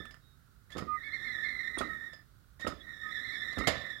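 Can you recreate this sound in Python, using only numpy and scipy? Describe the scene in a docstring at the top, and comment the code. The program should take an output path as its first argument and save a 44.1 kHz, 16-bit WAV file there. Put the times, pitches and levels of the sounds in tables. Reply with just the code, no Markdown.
"""Transmission grinding against its engine

A transmission is turned slowly against its engine, heard close up at the bell housing. Dry metal
sticks and slips: several spots squeal near 1.9 kHz in swells, over a low grinding, with brief howls
and squeaks. The gears take up their slack in clusters of dull knocks and bright clacks.
The housing rings briefly; the left microphone is shielded and much quieter."""
import sys
import numpy as np
from scipy import signal
from scipy.fft import rfft, irfft
from scipy.io import wavfile
from scipy.ndimage import uniform_filter1d

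SR = 44100
rng = np.random.default_rng(int(sys.argv[2]) if len(sys.argv) > 2 else 0)


def unload_wav(signal):
    """Save mono or channel-first audio to the path in sys.argv[1] as 16-bit WAV at rate SR, clipped to [-1, 1]."""
    wavfile.write(
        sys.argv[1],
        SR,
        np.round(np.clip(np.atleast_2d(signal).T, -1, 1) * 32767).astype(np.int16),
    )


N = 176400
T = np.arange(N) / SR

# workshop room tone: (frequency [Hz], relative level [dB])
RUMBLE_COLOUR = [(30, -15), (52, 4.5), (80, -3.5), (125, 0.5), (200, -12.5), (650, -29), (950, -29),
                 (1400, -16), (1900, -28.5), (2500, -39.5), (4000, -30.5), (8000, -47), (16000, -37)]
# grinding under the squeal: (frequency [Hz], relative level [dB])
GRIND_COLOUR = [(40, -7.5), (130, 0.5), (270, 1.5), (450, -6), (620, -7.5), (900, -14), (1100, -8.5),
                (1270, 4), (1480, -6), (2000, 5), (2800, -36), (4000, -24), (12000, -28), (16000, -30)]
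# dull gear knocks: (time [s], level [dB], treble tilt [dB/octave])
KNOCKS = [(.002, -45.5, -5.5), (0.053, -52.5, 7.5), (0.142, -57, 8), (.751, -48.5, -4), (0.76, -40, -4),
          (.783, -40, 0.5), (.803, -47, -1), (0.821, -38.5, -5), (1.772, -40, -1.5), (1.807, -36, -0.5),
          (1.812, -32.5, 1.5), (1.847, -52, -4), (2.645, -39.5, -2), (2.666, -33.5, 0), (2.678, -39.5, -2),
          (2.701, -50, 2), (2.72, -47.5, -1), (3.571, -36.5, -5.5), (3.579, -41.5, -0.5),
          (3.586, -35.5, -5), (3.607, -34.5, -1), (3.637, -42.5, 1.5), (3.68, -35, -6.5)]
# body of a knock: (frequency [Hz], relative level [dB])
KNOCK_COLOUR = [(30, -22), (60, 5), (130, -5.5), (290, 3.5), (420, -1), (560, -0.5), (690, -3.5),
                (880, -10), (1080, -6), (1270, 9), (1600, -10), (2100, -16.5), (2800, -16), (5000, -35.5),
                (16000, -52)]
# bright metal clacks: (time [s], level [dB], treble tilt [dB/octave])
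CLACKS = [(.108, -56.5, 0.5), (.703, -61, 1.5), (.718, -55, 2.5), (.768, -43.5, -2.5), (.779, -45.5, 3),
          (.789, -51.5, -0.5), (1.786, -41.5, 2.5), (2.131, -56, 0), (3.527, -49.5, -0.5),
          (2.596, -54.5, 1), (2.608, -52, 1), (2.671, -43, 4), (2.68, -43, -5), (3.584, -46, 3.5),
          (3.671, -25, 0), (3.678, -26, -1)]
# body of a clack: (frequency [Hz], relative level [dB])
CLACK_COLOUR = [(40, -11.5), (140, 4.5), (400, -7), (500, 4.5), (680, 5.5), (880, -10), (1080, 2.5),
                (1500, -4.5), (2100, 2.5), (2500, -7.5), (3300, -3), (4300, -6), (5100, -5), (5700, -15),
                (7000, -9.5), (8500, -20.5), (11000, -19.5), (16000, -39)]
# ring-out of the casing after a clack: (frequency [Hz], T60 [s])
CLACK_DECAY = [(100, 0.49), (2000, 0.53), (5000, 0.38), (9000, 0.23), (15000, 0.22)]
# a thin steel part set ringing: (time [s], level [dB])
STEEL_RINGS = [(.108, -61.5), (.779, -54), (2.13, -53.5), (2.672, -50), (3.584, -54)]
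# high squeaks: (start [s], length [s], level [dB], pitch [Hz])
SQUEAKS = [(0.197, 0.18, -72, 3793), (0.722, 0.012, -50, 3380), (2.801, 0.024, -53, 3407),
           (1.781, 0.012, -38.5, 8835), (1.78, 0.02, -42, 3363), (3.925, 0.05, -51.5, 3467)]
# a lower mode singing: (start [s], length [s], level [dB], pitch [Hz])
HOWLS = [(0.865, 0.12, -35, 1232), (1.861, 0.11, -48.5, 1292), (3.022, 0.11, -48.5, 1262)]
# one spot chirping above the rest: (start [s], length [s], level [dB], top pitch [Hz])
CHIRPS = [(1.02, 0.08, -47.5, 2223), (1.11, 0.065, -42, 2141), (1.425, .06, -44.5, 2150),
          (3.312, 0.048, -47, 2246)]
# rubbing, one list per swell: (time [s], level [dB], pitch [Hz], spread [Hz], overtone lift [dB])
SWELLS = [
    [(0, -53.5, 1796, 49, 11), (.08, -56, 1731, 24.8, 5), (.18, -73.5, 1780, 29.3, -17)],
    [(.695, -63, 1900, 88.45, -2), (.74, -52.5, 1762, 39.33, 9.5), (.9, -71.5, 1938, 31.34, -4),
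     (.95, -49, 2014, 20.53, -15.5), (1.0, -52.5, 1861, 89.4, 1.5), (1.1, -47.5, 1858, 99.9, 3),
     (1.29, -42, 1938, 128.5, 5), (1.38, -42.5, 1838, 51.52, 0), (1.48, -40.5, 1955, 120, 3),
     (1.6, -43, 1930, 97.2, 2), (1.71, -42.5, 1936, 65.55, 1), (1.87, -46, 1900, 50, 1.5),
     (1.93, -39.5, 1869, 24.16, -6.5), (1.995, -48.5, 1856, 42.4, -3.5), (2.04, -46.5, 1901, 30.9, 0.5),
     (2.11, -53.5, 1749, 25.3, 6), (2.23, -66.5, 1780, 30, -4)],
    [(2.594, -55.5, 1907, 90, 6), (2.62, -43, 1875, 24.71, 3.5), (2.77, -70.5, 1784, 29.86, 12.5),
     (2.89, -47.5, 1923, 49.55, 0), (2.98, -56.5, 1825, 45, 10), (3.06, -43, 1793, 45, 1.5),
     (3.16, -43.5, 1887, 100.4, 6), (3.39, -42.5, 1875, 109.9, 8), (3.46, -40, 1912, 60, 4.5),
     (3.55, -45, 1917, 110.1, 6), (3.66, -42, 1970, 109.6, 4), (3.78, -47, 1812, 89.86, 11.5),
     (3.87, -44.5, 1900, 110.4, 4), (4.0, -53.5, 1730, 50.1, 8)],
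]
# detune of each slipping spot: (offset from the pitch [spreads])
SPOT_DETUNES = [-1.5, -0.8, .3, 1.3]
# resonances of the rubbed metal: (centre [Hz], width [Hz], gain [dB])
METAL_MODES = [(1978, 535, 2.5), (3650, 1010, -14), (5330, 730, -27.5), (7440, 570, -35.5),
               (11370, 910, -40), (12500, 5000, -45.5)]
# EQ of the shielded left microphone: (frequency [Hz], gain [dB])
LEFT_EQ = [(50, -12.5), (200, -19.5), (600, -19.5), (1300, -26), (1900, -22), (3800, -30.5), (8000, -30.5),
           (16000, -9)]


def amp(db):
    """Decibels to gain."""
    return 10 ** (np.asarray(db) / 20)


def unit_rms(x):
    """Scales to rms 1."""
    return x / np.sqrt(np.mean(x ** 2) + 1e-20)


def curve_at(points, hz):
    """Reads a table on a log-frequency axis."""
    freqs, values = np.transpose(points)
    return np.interp(np.log(hz + 1), np.log(freqs + 1), values)


def add(mix, start, sound):
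    """Mixes a sound in at a time in seconds."""
    part = mix[..., max(round(start * SR), 0):][..., :sound.shape[-1]]
    part += sound[..., :part.shape[-1]]


def drift(rate_hz):
    """Smooth random modulation of rms 1, up to about the given rate."""
    hz = np.fft.rfftfreq(N, 1 / SR)
    lowpass = np.exp(-(hz / rate_hz) ** 2) * (hz > 0)
    return unit_rms(irfft(rfft(rng.standard_normal(N)) * lowpass, N))


def stereo_noise(size, correlation=0.45):
    """White noise, partly alike on left and right."""
    right, other = rng.standard_normal((2, size))
    return np.array([correlation * right + np.sqrt(1 - correlation ** 2) * other, right])


def equalise(x, colour, tilt_db=0, normalise=True, size=4096):
    """Minimum-phase EQ from a curve, with a tilt per octave around 1 kHz."""
    hz = abs(np.fft.fftfreq(size, 1 / SR))
    octaves = np.log2(np.clip(hz, 200, 9000) / 1000)
    log_gain = np.log(amp(curve_at(colour, hz) + tilt_db * octaves))
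    taps = np.fft.ifft(np.exp(np.conj(signal.hilbert(log_gain)))).real[:size // 2]
    taps = taps / np.linalg.norm(taps) if normalise else taps
    return signal.fftconvolve(x, taps[None], axes=1)[:, :x.shape[1]]


def resonate(x, hz, width):
    """A flat-topped resonance with steep sides."""
    edges = [hz - width / 2, hz + width / 2]
    return signal.sosfilt(signal.butter(3, edges, "bandpass", fs=SR, output="sos"), x)


def casing_tail(decay, size=22050, attack_s=0.0034):
    """Dense ringing of the casing, each band dying at its own speed."""
    hz, t, spectrum = signal.stft(stereo_noise(size), SR, nperseg=256)
    fade = amp(-60 * t / curve_at(decay, hz)[:, None])
    tail = signal.istft(spectrum * fade, SR, nperseg=256)[1][:, :size]
    tail *= np.minimum(np.arange(size) / SR / attack_s, 1)
    return tail / np.linalg.norm(tail[1])


def bell_housing(x, wet_db, t60=0.11):
    """Direct sound plus the housing's short reverb; the left side is the wetter one."""
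    tail = casing_tail([(100, t60), (16000, t60)])
    reverb = signal.fftconvolve(x[None], tail, axes=1)[:, :N]
    return x * np.array([[0.38], [1]]) + amp(wet_db) * reverb * np.array([[1.62], [1]])


def workshop_rumble():
    """A low bed of workshop noise, coloured by the housing."""
    return amp(-62) * unit_rms(equalise(stereo_noise(N), RUMBLE_COLOUR))


def rubbing():
    """The swells of pressure as control curves for both squeal and grinding, gated off in between."""
    times, *columns = np.vstack(SWELLS).T
    level_db, pitch, spread, lift_db = (np.interp(T, times, column) for column in columns)
    in_swell = sum((T >= swell[0][0]) & (T <= swell[-1][0]) for swell in SWELLS) > 0
    gate = uniform_filter1d(in_swell * 1., size=200)
    return gate, level_db, pitch, spread, lift_db


def grinding(follow=0.65):
    """Dry metal grinds: grainy noise that rides the swells with a narrower dynamic range."""
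    gate, level_db, *_ = rubbing()
    grains = stereo_noise(N) * amp(drift(rate_hz=93))
    envelope = gate * amp(-52.5 + follow * (level_db - level_db.max()))
    return envelope * unit_rms(equalise(grains, GRIND_COLOUR))


def impact(colour, tilt_db, t60, tail_decay, tail_db, bite_s=0.0017, size=22050):
    """One hit: a noise burst as the teeth bite, then the casing's tail."""
    t = np.arange(size) / SR
    envelope = np.minimum(t / bite_s, 1) * amp(-60 * t / t60)
    burst = equalise(stereo_noise(size) * envelope, colour, tilt_db)
    tail = equalise(casing_tail(tail_decay), colour, tilt_db)
    return (burst / np.linalg.norm(burst[1]) + amp(tail_db) * tail) * np.sqrt(SR / 100)


def backlash():
    """Gear teeth knock and clack as the slack is taken up."""
    out = np.zeros((2, N))
    for start, db, tilt_db in KNOCKS:
        knock = impact(KNOCK_COLOUR, tilt_db, t60=0.027,
                       tail_decay=[(100, 0.46), (4000, 0.072)], tail_db=-7)
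        add(out, start, amp(db) * knock)
    for start, db, tilt_db in CLACKS:
        clack = impact(CLACK_COLOUR, tilt_db, t60=0.089, tail_decay=CLACK_DECAY, tail_db=-6.5)
        add(out, start, amp(db) * clack)
    return out


def steel_rings(t60=0.22):
    """A thin steel part rings on after some of the clacks."""
    out, t = np.zeros(N), np.arange(SR // 2) / SR
    for start, db in STEEL_RINGS:
        ring = unit_rms(resonate(rng.standard_normal(len(t)), hz=5074, width=230))
        add(out, start, amp(db - 60 * t / t60) * ring)
    return out


def squeaks(waver=0.006):
    """Short slips each excite one high mode."""
    out = np.zeros(N)
    for start, length, db, hz in SQUEAKS:
        t = np.arange(0, length, 1 / SR)
        phase = 2 * np.pi * np.cumsum(hz * (1 + waver * drift(rate_hz=300)[:len(t)])) / SR
        add(out, start, amp(db) * np.sin(np.pi * t / length) * np.sqrt(2) * np.sin(phase))
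    return bell_housing(out, wet_db=-11, t60=0.1)


def howls(fade_s=0.038, waver_hz=4, octave_db=-33.5):
    """A lower mode sings a clean tone that fades in, holds and fades out."""
    out = np.zeros(N)
    for start, length, db, hz in HOWLS:
        t = np.arange(0, length, 1 / SR)
        envelope = np.sin(np.pi / 2 * np.clip(np.minimum(t, length - t) / fade_s, 0, 1)) ** 2
        phase = 2 * np.pi * np.cumsum(hz + waver_hz * drift(rate_hz=34)[:len(t)]) / SR
        tone = np.sqrt(2) * (np.sin(phase) + amp(octave_db) * np.sin(2 * phase))
        add(out, start, amp(db) * envelope * tone)
    return bell_housing(out, wet_db=-12.5)


def stick_slip(hz):
    """The raw buzz of a spot that sticks and slips: six equal harmonics."""
    phase = 2 * np.pi * np.cumsum(hz) / SR
    return np.sqrt(2) * sum(np.sin(k * phase) for k in range(1, 7))


def chirps(rise_hz=188.6):
    """One spot grips hard; its pitch and level arch up and back down."""
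    out = np.zeros(N)
    for start, length, db, top_hz in CHIRPS:
        arch = np.sin(np.pi * np.arange(0, length, 1 / SR) / length)
        add(out, start, amp(db) * arch * stick_slip(top_hz - rise_hz * (1 - arch)))
    return out


def slipping_spots(pitch, spread, sway_hz=20, jitter_hz=24.24, floor_hz=1737, rasp_db=-5.5):
    """Each spot slips at its own wandering pitch; they trade the lead over a noisy rasp."""
    shares = np.array([amp(6 * drift(rate_hz=35)) for _ in SPOT_DETUNES])
    shares /= np.linalg.norm(shares, axis=0)
    slips = amp(rasp_db) * rng.standard_normal(N)
    centre_hz = pitch + sway_hz * drift(rate_hz=17.94)  # all spots sway together
    for detune, share in zip(SPOT_DETUNES, shares):
        arcs_per_s = 24 * amp(4 * drift(rate_hz=24))  # the pitch bounces in uneven arcs
        arc = abs(np.sin(np.pi * np.cumsum(arcs_per_s) / SR)) - 2 / np.pi
        hz = np.maximum(centre_hz + spread * (detune + 1.1 * arc), floor_hz)
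        slips += share * stick_slip(hz + jitter_hz * drift(rate_hz=252.4))
    return slips


def squeal(trim_db=-1.5, chatter_db=2.5):
    """The lead voice: slipping spots and chirps drive the metal's modes."""
    gate, level_db, pitch, spread, lift_db = rubbing()
    slips = slipping_spots(pitch, spread)
    envelope = gate * amp(level_db + trim_db + chatter_db * drift(rate_hz=60))
    drive = envelope * slips + chirps()
    whistle = sum(amp(db + lift_db * (k > 0)) * resonate(drive, hz, width)
                  for k, (hz, width, db) in enumerate(METAL_MODES))
    return bell_housing(whistle, wet_db=-3.5)


def scene():
    """The stereo mix of friction, gear hits and room tone."""
    friction = squeal() + grinding() + howls() + squeaks()
    return friction + backlash() + steel_rings() + workshop_rumble()


def record(dry, gain_db=4.5, hiss_db=-75, cutoff_hz=16050):
    """Shields the left microphone, then adds gain, faint hiss and a steep high cut to both sides."""
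    left = equalise(dry[:1], LEFT_EQ, normalise=False)
    mix = amp(gain_db) * np.vstack([left, dry[1:]])
    mix += amp(hiss_db) * rng.standard_normal((2, N))
    high_cut = signal.firwin(511, cutoff_hz, window=("kaiser", 9), fs=SR)
    return signal.oaconvolve(mix, high_cut[None], "same")


dry = scene()
out = record(dry)
unload_wav(out)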